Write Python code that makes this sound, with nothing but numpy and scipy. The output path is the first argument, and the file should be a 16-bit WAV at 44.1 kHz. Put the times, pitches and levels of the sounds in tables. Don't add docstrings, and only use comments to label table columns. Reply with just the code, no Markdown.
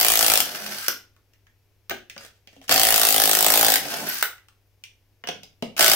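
import sys
import numpy as np
from scipy import signal
from scipy.fft import rfft, irfft, next_fast_len
from scipy.io import wavfile
from scipy.ndimage import map_coordinates

SR = 44100
rng = np.random.default_rng(int(sys.argv[2]) if len(sys.argv) > 2 else 0)


def unload_audio(sound):
    columns = np.transpose(np.atleast_2d(sound))
    steps = np.round(np.clip(columns, -1, 1) * 32767)
    wavfile.write(sys.argv[1], SR, steps.astype(np.int16))


N = 262395

# (f/Hz, left-right likeness)
ROOM_LIKENESS = [(50, 0.75), (130, 0.68), (300, 0.99), (650, 0.66), (1400, 1), (3000, 0.2), (15000, 0.95)]
# (f/Hz, left-right likeness)
DIRECT_LIKENESS = [(100, 1), (1500, 0.47), (5000, 0.46), (15000, 0.15)]
# (f/Hz, level/dB)
TICK_COLOUR = [(4000, -37.5), (8000, 1.5), (11000, -5.5), (12600, -3), (14000, -6), (16000, 4)]
# (start t/s, leaves the thread t/s, motor cut t/s, gear chatter at free speed level/dB,
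#  thread rumble before it dies level/dB, mesh speed lost to full thread drag f/Hz)
NUT_SPINS = [(.4, 0.746, .874, -35.5, -45, 25.06), (3.76, 4.067, 4.217, -33, -39, 65)]
LOADED_HZ, FREE_HZ = 1288, 1578


def amp(db):
    return 10 ** (np.asarray(db) / 20)


def unit(x):
    return x / np.sqrt(np.mean(x ** 2) + 1e-20)


def clock():
    return np.arange(N) / SR


def ramp(t, length):
    return np.clip(t / length, 0, 1)


def fade(t, t60):
    return np.exp(-np.log(1000) * t / t60)


def along(points, hz):
    f, v = np.transpose(points)
    return np.interp(np.log(hz + 1), np.log(f + 1), v)


def filtered(x, response):
    n = x.shape[-1]
    m = next_fast_len(n + 8192)
    spectrum = rfft(x, m) * response(np.fft.rfftfreq(m, 1 / SR))
    return irfft(spectrum, m)[..., :n]


def body(modes):
    def mode(f, centre, width, db):
        return amp(db) * 1j * f * width / (centre * centre - f * f + 1j * f * width)
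    return lambda f: sum((-1) ** k * mode(f, *row) for k, row in enumerate(modes))


def noise(spectrum=((1, 0),), alike=DIRECT_LIKENESS, size=N):
    def mid_side(hz):
        turn = np.arccos(np.clip(along(alike, hz), -1, 1)) / 2
        return amp(along(spectrum, hz)) * [np.cos(turn), np.sin(turn)]
    mid, side = filtered(rng.standard_normal((2, size)), mid_side)
    return unit(np.array([mid + side, mid - side]))


def wobble(rate):
    return map_coordinates(rng.standard_normal(int(N * rate / SR) + 4), [clock() * rate])


def strikes(times, sizes, t60, attack=0.00013):
    t = np.arange(SR // 4) / SR
    shape = fade(t, t60) * (1 - np.exp(-t / attack))
    train = np.bincount(np.round(np.abs(times) * SR).astype(int), sizes, N)[:N]
    return signal.fftconvolve(train, shape / shape.max())[:N]


def ring(s, hz, db, width_hz, t60):
    t = clock()[:SR // 6]
    cluster = unit(filtered(noise(size=len(t)), lambda f: body([(hz, width_hz, 0)])(f) ** 2))
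    return np.pad(amp(db) * fade(t, t60) * cluster, ((0, 0), (round(s * SR), N)))[:, :N]


def air():
    # (f/Hz, level/dB)
    air_colour = [(20, -11.5), (45, -8), (80, -8.5), (130, -18.5), (200, -24.5), (400, -21.5), (650, -27),
                  (1300, -34.5), (2500, -30.5), (4000, -35.5), (5500, -33.5), (8500, -43.5), (13000, -36),
                  (16000, -40.5)]
    hum = np.sin(2 * np.pi * 100 * clock() + .15 * wobble(8))
    hiss = noise(air_colour, ROOM_LIKENESS) * amp([[1.5], [-1.5]])
    return amp(-66) * hiss + amp(-63.5) * hum


def garage(x, wet_db, early_db):
    # (f/Hz, t60/s)
    decay = [(150, 0.49), (400, 0.3), (1000, 0.29), (2800, 0.31), (7000, 0.27), (15000, 0.22)]
    # (f/Hz, level/dB)
    return_colour = [(120, 0), (400, -0.5), (700, -2), (1300, 0), (3500, 0.5), (15000, -0.5)]
    hop = SR // 5
    out = np.zeros((2, N + 2 * SR))
    padded = np.pad(x, ((0, 0), (hop, 2 * hop)))
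    t = clock()[:SR // 2]
    for start in range(0, N + hop, hop):
        diffuse = noise(return_colour, ROOM_LIKENESS, size=len(t))
        hz, age, z = signal.stft(diffuse, SR, nperseg=256)
        z = z * fade(age, along(decay, hz)[:, None])
        tail = signal.istft(z, SR, nperseg=256)[1][:, :len(t)] * (1 - np.exp(-t / 0.002))
        early = noise(return_colour, ROOM_LIKENESS, size=len(t)) * fade(t, t60=0.063) * (t > .002)
        answer = (amp(wet_db) * unit(tail) + amp(early_db) * unit(early)) / np.sqrt(len(t))
        piece = padded[:, start:start + 2 * hop] * np.sqrt(np.hanning(2 * hop))
        wet = signal.fftconvolve(piece, answer, axes=1)
        out[:, start:start + wet.shape[1]] += wet
    return out[:, hop:hop + N]


def hums():
    # (middle t/s, length t/s, f/Hz, level/dB)
    drags = [(.68, 0.2, 207.4, -43), (2.604, 0.086, 270, -49.5)]
    t, out = clock(), 0
    for s, length, hz, db in drags:
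        swell = np.cos(np.pi * np.clip((t - s) / length, -.5, .5))
        out = out + amp(db) * swell * np.sin(2 * np.pi * hz * t + 0.21 * wobble(40))
    return out


def scrape():
    # (start t/s, length t/s, level/dB)
    strokes = [(2.18, .1, -50.5), (2.34, .05, -66), (2.48, .14, -65), (2.615, .05, -56)]
    # (t/s, level/dB)
    slips = [(2.209, -40.5), (2.222, -48), (2.235, -41.5), (2.249, -37.5), (2.263, -42.5), (2.281, -49.5)]
    # (f/Hz, level/dB)
    rub_colour = [(120, -30.5), (250, -13), (550, 0.5), (950, -10.5), (1400, -1), (3000, -5), (6000, -5.5),
                  (9000, -11), (16000, -13)]
    pressure = sum(amp(db) * np.sin(np.pi * ramp(clock() - s, length)) for s, length, db in strokes)
    slip_s, slip_db = np.transpose(slips)
    grating = pressure * unit(noise(rub_colour) * amp(3.7 * wobble(310)))
    return grating + noise(rub_colour) * strikes(slip_s, amp(slip_db), t60=.018)


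def contacts():
    # (t/s, strength level/dB, tilt/dB per octave, ring f/Hz, thud of the wheel level/dB)
    touches = [(1.164, -68.5, 5, 1296, -75), (1.335, -65, 3.5, 1890, -79.5), (1.468, -59.5, -2, 1840, -87),
               (1.896, -32, 2.5, 1600, -44), (1.908, -30.5, -1, 1530, -34), (1.9123, -32, -4.5, 3200, -34),
               (2.0983, -40, 2.5, 1890, -61), (2.1637, -42.5, -2.5, 1270, -43.5),
               (2.1785, -42, 3, 4700, -65), (2.4731, -48.5, 1.5, 2450, -54), (2.53, -60, 3, 1890, -58),
               (2.5648, -59.5, 2, 3080, -51), (2.6146, -54, 2.5, 3030, -50.5), (2.68, -39, 4, 3010, -61),
               (4.381, -55, 0, 1975, -74), (4.4847, -59, 5, 1290, -76), (4.838, -43, 4, 2460, -82),
               (5.2383, -38.5, -9, 2970, -44.5), (5.2726, -28.5, -1, 3090, -40),
               (5.2877, -23.5, -3, 3120, -27), (5.433, -44.5, 3, 5060, -49),
               (5.6241, -31, -0.5, 2800, -25.5), (5.7655, -35, 2, 2800, -45)]
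    # (f/Hz, level/dB)
    thud_colour = [(70, -24), (150, -3), (230, 3), (300, -5.5), (450, 2), (700, 3), (1100, -21),
                   (2500, -50)]
    clack_colour = [(400, -31.5), (900, -5), (1500, 3), (2400, -0.5), (3500, -19.5), (7000, -49)]
    click_colour = [(1200, -28.5), (2700, 3.5), (4200, -5.5), (6200, -2.5), (8000, -24.5), (14000, -45)]
    times, strength_db, tilt, ring_hz, thud_db = np.transpose(touches)

    def sizes(part_db, octaves):
        return amp(strength_db + part_db + tilt * octaves)
    out = noise(thud_colour) * strikes(times, amp(thud_db), t60=.06, attack=0.0011)
    out += noise(clack_colour) * strikes(times, sizes(-2, -1.1), t60=0.013, attack=0.00037)
    out += noise(click_colour) * strikes(times, sizes(4.5, 0.96), t60=0.012, attack=0.0005)
    out += noise(TICK_COLOUR) * strikes(times, sizes(0, 2.3), t60=0.011)
    for s, hz, db in zip(times, ring_hz, strength_db):
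        out += ring(s, hz, -7 + 0.8 * db, width_hz=550, t60=0.052)
    return out


def pings():
    # (t/s, f/Hz, level/dB)
    touches = [(1.336, 14900, -61), (1.896, 14900, -25), (4.0875, 12800, -15.5), (4.141, 15000, -21),
               (4.669, 14900, -66), (5.24, 15000, -45)]
    return sum(ring(s, hz, db, width_hz=300, t60=0.037) for s, hz, db in touches)


def rattle():
    per_s, length_s = 60, .38
    most_drag_db, scatter_db = -28, 1.5
    out, ticks = np.zeros((2, N)), noise(TICK_COLOUR)
    most_drag = max(row[-1] for row in NUT_SPINS)
    count = int(per_s * length_s)
    for _, _, cut, _, _, drag_hz in NUT_SPINS:
        times = cut - length_s * rng.uniform(size=count)
        sizes = amp(most_drag_db + scatter_db * rng.standard_normal(count)) * drag_hz / most_drag
        out += ticks * strikes(times, sizes, t60=.015)
    return out


def brakes():
    # (t/s, clack before the socket's resonance level/dB, low ring level/dB,
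    #  high ring level/dB)
    stops = [(0.8822, 3.5, -24, -21.5), (4.2258, 2.5, -23, -9)]
    # (f/Hz, width f/Hz, level/dB)
    socket_modes = [(534, 220, -8.5), (1414, 204, .5), (1590, 260, -1), (2007, 400, -5.5),
                    (3000, 600, -5.5), (4260, 2000, -7.5), (5950, 1000, -5.5), (8300, 1200, -10.5),
                    (12150, 1800, -8.5), (15030, 700, -3)]
    times, clack_db, _, _ = np.transpose(stops)
    blow = noise() * strikes(times, amp(clack_db), t60=0.011)
    out = filtered(blow, body(socket_modes))
    for s, _, low_db, high_db in stops:
        out = out + ring(s, 1477, low_db, width_hz=530, t60=0.031)
        out = out + ring(s, 15100, high_db, width_hz=800, t60=.02)
    return out


def winding_up():
    # (start t/s, gear chatter level/dB, rumble level/dB)
    pulls = [(2.678, -24.5, -31.5), (5.765, -19.5, -34.5)]
    windup_s, rise_db, settle_db_per_s = .03, 26.5, 44.5
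    for start, chatter_db, rumble_db in pulls:
        running = (clock() > start) & (clock() < start + .5)
        age = clock()[running] - start
        speed = ramp(age, windup_s)
        settle_db = settle_db_per_s * age
        strain_db = rise_db * (speed - 1) - settle_db
        yield running, LOADED_HZ * speed, chatter_db + strain_db, -46.5 - settle_db, rumble_db + strain_db


def spinning_off():
    speed_up_s = .07
    leave_s, leave_db = 0.16, 27.5
    coast_s, coast_hz = .035, 90
    for start, leaves, cut, chatter_db, rumble_db, drag_hz in NUT_SPINS:
        running = (clock() > start) & (clock() < cut)
        t = clock()[running]
        off = ramp(t - leaves, leave_s)
        slow_hz = (FREE_HZ - LOADED_HZ) * np.exp((start - t) / speed_up_s)
        slow_hz = slow_hz + drag_hz * (1 - off) ** 2
        slow_hz = slow_hz + coast_hz * ramp(t - cut + coast_s, coast_s)
        whine_db = -34.5 - 0.2 * slow_hz
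        yield running, FREE_HZ - slow_hz, chatter_db - .018 * slow_hz, whine_db, rumble_db - leave_db * off


def motor():
    # (f/Hz, level/dB)
    gear_colour = [(500, -31), (800, -12), (1100, -10.5), (1500, 1), (2000, -6.5), (3000, -4.5), (3900, -8),
                   (4600, -4), (6000, -4.5), (7000, -12), (10000, -12), (12500, -7.5), (16000, -12)]
    # (f/Hz, level/dB)
    thread_colour = [(47, -51), (80, -15), (205, -4), (242, -5), (319, -3.5), (359, -2), (563, 0.5),
                     (733, 4), (1100, -12.5), (1430, -38), (2420, -120)]
    # (multiple of the mesh frequency, level/dB)
    partials = [(1, -8), (2, -16.5), (3, -17), (4, -17), (6, -24.5)]
    out = np.zeros((2, N))
    teeth = unit(noise(gear_colour) * amp(3.9 * wobble(220)))
    thread = unit(noise(thread_colour) * amp(2.5 * wobble(60)))
    unsteady = 1 + 0.008 * wobble(90)
    for running, mesh_hz, chatter_db, whine_db, nut_db in [*winding_up(), *spinning_off()]:
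        phase = 2 * np.pi * np.cumsum(mesh_hz * unsteady[running]) / SR
        whine = sum(amp(db) * np.sin(round(k) * phase + rng.uniform(0, 1.5, (2, 1)))
                    for k, db in partials)
        chatter = teeth[:, running] * amp(chatter_db + 4.5 * np.sin(phase / 4))
        out[:, running] += chatter + amp(whine_db) * whine + amp(nut_db) * thread[:, running]
    return out


def hammer():
    # (first blow t/s, end t/s, blows per s)
    blow_runs = [(.012, .29, 55.5), (.3003, .38, 53.3), (2.7245, 3.08, 55), (3.0882, 3.19, 53.6),
                 (3.2003, 3.53, 52.9), (3.5395, 3.69, 55.4), (3.7022, 3.765, 53.8), (5.809, 5.95, 55.7)]
    # (t/s, level/dB)
    stray_blows = [(.001, -2.5), (0.4041, 0.5), (2.6947, -4), (2.712, -2.5), (2.7162, -1.5), (5.7945, -3.5)]
    # (f/Hz, level/dB)
    crack_colour = [(530, -31), (900, -5.5), (1160, -10), (1260, -3), (1570, -3.5), (2500, -5.5),
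                    (2960, -1), (4200, -4.5), (4740, -2), (7140, -5.5), (8250, -3), (11300, -5.5),
                    (13000, 1.5), (15100, -3), (16000, 2.5)]
    # (f/Hz, width f/Hz, level/dB)
    wheel_modes = [(172, 27, -23.5), (257, 52, -18), (428, 220, -14), (588, 169, -4), (700.7, 181.5, 0.5),
                   (783, 134, -0.5)]
    # (start t/s, end t/s, steel crack level/dB,
    #  treble level/dB, wheel level/dB, tyre shudder level/dB, pitch ratio of the wheel's ring)
    bursts = [(-.2, .42, -13, -5, -41.5, -44.5, 0.97), (2.696, 3.77, -12.5, -4, -39.5, -47.5, 1),
              (5.789, 6.15, -11, -3, -38.5, -53, 0.96)]
    bite_db, bite_s = 3, .12
    last_db, last_s = 2, 0.23
    dull_db, dull_s = 5.5, .05
    jolt_db, jolt_s = 8.5, 0.046
    grow_db_per_s = 7.5
    give_db, give_s = 12, .07
    shudder_falls_db_per_s = 10

    runs = [np.arange(start, end, 1 / rate) for start, end, rate in blow_runs]
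    jaw = np.concatenate([(-1) ** np.arange(len(run)) for run in runs])
    stray_s, stray_db = np.transpose(stray_blows)
    chance = rng.standard_normal((len(jaw), 3))
    times = np.r_[np.concatenate(runs) + .00012 * chance[:, 0], stray_s] - .0007
    sizes = amp(np.r_[.7 * chance[:, 1] + 1.1 * jaw, stray_db])
    blows = strikes(times, sizes, t60=0.013, attack=.0002)

    def upper(hz):
        return 1 / (1 + (7000 / (hz + 1)) ** 8)
    steel = noise(crack_colour)
    crack = unit(filtered(steel, lambda hz: 1 - upper(hz))) * blows * amp([[.4], [-.4]])
    treble = unit(filtered(steel, upper)) * blows * amp([[1.1], [-1.1]])
    push_sizes = amp(0.85 * np.r_[chance[:, 2], stray_db])
    push = strikes(times + .0012, push_sizes, t60=0.0015, attack=.00005)
    push = push + 0.56 * noise() * blows
    shake = noise([(20, -4), (70, 0.5), (130, -3.5), (300, -21), (1000, -79)], ROOM_LIKENESS)
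    shudder = shake * strikes(times, sizes, t60=0.064) * amp([[3], [-4]])

    out, t = np.zeros((2, N)), clock()
    for start, end, crack_db, treble_db, wheel_db, shudder_db, ratio in bursts:
        on_nut = (t > start - .1) & (t < end + .1)
        age = np.clip(t - start, 0, end - start)
        bite = bite_db * np.exp(-age / bite_s) + last_db * ramp(t - end + last_s, last_s)
        loose_db = jolt_db * np.exp(-age / jolt_s) + grow_db_per_s * age
        loose_db = loose_db - give_db * ramp(t - end + give_s, give_s)
        wheel = unit(filtered(push, lambda hz: body(wheel_modes)(hz / ratio)))
        out += on_nut * (crack * amp(crack_db + bite)
                         + treble * amp(treble_db - dull_db * np.exp(-age / dull_s))
                         + wheel * amp(wheel_db + loose_db)
                         + shudder * amp(shudder_db - shudder_falls_db_per_s * age))
    return out


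def scene():
    work = scrape() + contacts() + pings() + rattle() + brakes() + motor() + hammer()
    lead_s = 5 / SR
    side = np.array([[1], [-1]])
    direct = filtered(work, lambda hz: np.exp(1j * np.pi * hz * lead_s * side))
    room = garage(work, wet_db=-3, early_db=-12)
    return air() + room + hums() + direct


def record(dry):
    top_hz = 15850
    rounded = dry / (1 + np.abs(dry / 1.05) ** 4) ** (1 / 4)
    return filtered(rounded, lambda hz: np.clip((top_hz - hz) / 400 + .5, 0, 1))


dry = scene()
out = record(dry)
unload_audio(out)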